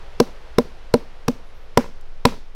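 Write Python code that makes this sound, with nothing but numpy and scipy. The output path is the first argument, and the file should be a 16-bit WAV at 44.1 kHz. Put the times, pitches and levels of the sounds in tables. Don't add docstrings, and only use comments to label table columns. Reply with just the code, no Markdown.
import sys
import numpy as np
from scipy import signal
from scipy.fft import rfft, irfft, next_fast_len
from scipy.io import wavfile
from scipy.ndimage import uniform_filter1d, map_coordinates

SR = 44100
rng = np.random.default_rng(int(sys.argv[2]) if len(sys.argv) > 2 else 0)


def materialize(psi):
    bounded = np.clip(np.atleast_2d(psi).T, -1, 1)
    quanta = np.round(bounded * 32767).astype(np.int16)
    wavfile.write(sys.argv[1], SR, quanta)


N = 112454

# (f/Hz, relative level/dB)
AIR_SPECTRUM = [(25, 8.5), (45, 16.5), (80, 4), (150, -3), (260, -10.5), (450, -1.5), (750, -5.5),
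                (1600, -10), (3000, -14.5), (5500, -22), (7500, -32), (12000, -37), (16000, -51)]
# (t/s, level/dB)
AIR_ENVELOPE = [(0, -42), (1.1, -45), (2.55, -49)]
# (t/s, level/dB)
FLUTTER_ENVELOPE = [(0, -32.5), (.4, -35.5), (1.1, -33.5), (1.7, -34), (2.1, -27.5), (2.55, -32.5)]
# (onset t/s, duration/s, f/Hz, level/dB)
CHIRP_NOTES = [(1.438, 0.047, 11800, -75), (1.45, 0.076, 10800, -72), (1.53, .10, 15100, -75),
               (1.54, 0.056, 11700, -72), (1.594, .08, 11700, -73)]
# (t/s, level/dB)
FIBRE_SNAPS = [(1.958, -57), (2.012, -44.5), (2.497, -61)]
# (f/Hz, T60/s)
TAIL_DECAY = [(200, 0.4), (1000, 0.23), (5000, 0.42), (14000, 0.26)]
# (f/Hz, relative level/dB)
TAIL_COLOUR = [(100, 3), (250, -13.5), (500, -6), (1000, -13.5), (2000, -2), (5000, -5.5), (14000, -2.5)]
# (delay/s, relative level/dB)
EARLY_REFLECTIONS = [(.034, -31.5), (.058, -44), (.069, -34), (0.087, -39.5), (.115, -44.5)]
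# (f/Hz, relative level/dB)
CRUNCH_SPECTRUM = [(400, 9), (1000, 10.5), (1900, -7.5), (2600, -2), (3300, -8), (4100, 1), (4900, -4.5),
                   (5700, -2.5), (6800, -15), (11000, -14.5), (16000, -21)]
# (f/Hz, relative level/dB, T60 before added damping/s)
WOOD_MODES = [(177.8, -2.5, 0.029), (243.5, -11.5, 0.36), (358, -7, 0.013), (420.5, -9.5, 0.019),
              (473.6, -3, 0.046), (568, -12, 0.075), (808, -15, 0.053), (985, -7, 0.029), (1330, -3, 0.011),
              (2078, -17, 0.015)]
# (t/s, crushing time/s, then gains: thud/dB, knock/dB, clack/dB, crunch/dB, push/dB, echo/dB)
HAMMER_BLOWS = [(0.2, 0.0027, 0.5, 6, -7, -7, -6.5, -2), (0.5830, .0026, -1, 3.5, -5.5, -11, -3, -0.5),
                (0.938, 0.002597, -0.5, 5, -4.5, -12, -22.5, -1),
                (1.2804, 0.0036, -0.5, -5.5, -14.5, -12, -12, 1),
                (1.7737, 0.00014, 1.5, -1, 6.5, -8.5, -17.5, 3),
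                (2.2524, 0.00026, 1, -2.5, 6, -4.5, -17.5, 2)]


def amp(db):
    return 10 ** (np.asarray(db) / 20)


def unit(x):
    return x / np.sqrt(np.mean(x ** 2) + 1e-20)


def along(points, hz):
    f, values = np.transpose(points)
    return np.interp(np.log(hz + 1), np.log(f + 1), values)


def wobble(rate):
    return map_coordinates(rng.standard_normal(int(N * rate / SR) + 4), [np.arange(N) * rate / SR])


def noise(spectrum, size):
    hz = np.fft.rfftfreq(size, 1 / SR)
    return unit(irfft(rfft(rng.standard_normal(size)) * amp(along(spectrum, hz)), size))


def fade(t, t60):
    return np.exp(-np.log(1000) * np.maximum(t, 0) / t60)


def add(track, onset, sound):
    part = track[max(round(onset * SR), 0):][:len(sound)]
    part += sound[:len(part)]


def air():
    level_db = np.interp(np.arange(N) / SR, *np.transpose(AIR_ENVELOPE))
    return amp(level_db) * noise(AIR_SPECTRUM, N)


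def flutter(hz=13.2, drift=0.15, octave_db=-14):
    phase = 2 * np.pi * np.cumsum(hz * (1 + drift * wobble(2))) / SR
    octave = amp(octave_db + 1.4 * wobble(4.76)) * np.sin(2 * phase)
    level_db = np.interp(np.arange(N) / SR, *np.transpose(FLUTTER_ENVELOPE))
    return amp(level_db) * unit(np.sin(phase) + octave)


def chirps(arch=0.0396, jitter=0.025):
    out = np.zeros(N)
    for onset, duration, hz, db in CHIRP_NOTES:
        u = np.linspace(-1, 1, round(duration * SR))
        pitch = hz * (1 - arch * u ** 2 + jitter * wobble(400)[:len(u)])
        add(out, onset, amp(db) * (1 - u ** 2) * np.sin(2 * np.pi * np.cumsum(pitch) / SR))
    return out


def ticks(peak_hz=6200, t60=0.0061):
    out, t = np.zeros(N), np.arange(SR // 20) / SR
    spectrum = [(1500, -20), (peak_hz, 0), (16000, -10)]
    for onset, db in FIBRE_SNAPS:
        add(out, onset, amp(db) * fade(t, t60) * noise(spectrum, len(t)))
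    return out


def surroundings(blow, t, tail_db=-17, rise_s=0.0058, cutoff_hz=1840):
    hz, frame_t, white = signal.stft(rng.standard_normal(len(t)), SR, nperseg=256)
    hz = hz[:, None]
    envelope = unit(fade(frame_t, along(TAIL_DECAY, hz)) * (1 - np.exp(-frame_t / rise_s)))
    tail = amp(tail_db + along(TAIL_COLOUR, hz)) * envelope
    bands = np.exp(-.5 * ((np.fft.rfftfreq(len(t), 1 / SR) - hz) / (50 + hz / 8)) ** 2)
    colour = np.sqrt(bands @ np.abs(rfft(blow)) ** 2 / bands.sum(axis=1) / len(t))
    out = signal.istft(white * tail * colour[:, None], SR, nperseg=256)[1][:len(t)]
    dull = signal.sosfilt(signal.butter(2, cutoff_hz, fs=SR, output="sos"), blow)
    for delay, db in EARLY_REFLECTIONS:
        add(out, delay, amp(db) * dull)
    return out


def fibres(t, crush_s, rise_s=0.0006, hold_s=0.0039, settle_db=-29.5):
    burst = np.minimum(t / (rise_s + crush_s / 2), 1) * fade(t - hold_s, t60=0.008)
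    grain = unit(np.abs(uniform_filter1d(rng.exponential(1, len(t)) ** 2, size=40)))
    settling = amp(settle_db) * grain * fade(t, t60=0.35)
    return noise(CRUNCH_SPECTRUM, len(t)) * (burst + settling)


def wood(t, crush_s, thud_db, knock_db, clack_db):
    thud_hz, knock_hz, clack_hz = 251, 403, 1080
    rise_cycles, detune, hold_s = 0.4, 0.005, 0.023
    slap_db, slap_s = 4, 0.0003
    age = np.maximum(t - crush_s, 0)
    excitation = [(thud_hz, thud_db), (knock_hz, knock_db), (clack_hz, clack_db)]
    ring = np.zeros(len(t))
    for hz, db, t60 in WOOD_MODES:
        gain = amp(db + along(excitation, hz) + rng.normal(0, 1))
        envelope = fade(age, t60) * (1 - np.exp(-age * hz / rise_cycles))
        mode_hz = hz * (1 + detune * rng.standard_normal())
        ring += gain * envelope * np.sin(2 * np.pi * mode_hz * age)
    damping = fade(t - hold_s, t60=0.048)
    u = age / slap_s
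    slap = amp(slap_db + clack_db) * u * (2 - u) * np.exp(-u)
    return -slap - ring * damping


def hammer(push_s=0.0028):
    out, t = np.zeros(N), np.arange(SR // 2) / SR
    push = np.sin(np.pi * np.minimum(t / push_s, 1)) ** 2
    for onset, crush_s, thud_db, knock_db, clack_db, crunch_db, push_db, echo_db in HAMMER_BLOWS:
        crunch = amp(crunch_db) * fibres(t, crush_s)
        blow = amp(push_db) * push + crunch + wood(t, crush_s, thud_db, knock_db, clack_db)
        add(out, onset, blow)
        add(out, onset, amp(echo_db) * surroundings(blow, t))
    return out


def scene():
    return (hammer() + ticks() + chirps() + flutter() + air())[None]


def record(dry, top_hz=16200):
    clipped = dry / (1 + np.abs(dry) ** 8) ** (1 / 8)
    size = next_fast_len(N + SR // 2)
    lowpass = 1 / (1 + (np.fft.rfftfreq(size, 1 / SR) / top_hz) ** 80)
    return irfft(rfft(clipped, size) * lowpass, size)[..., :N]


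dry = scene()
out = record(dry)
materialize(out)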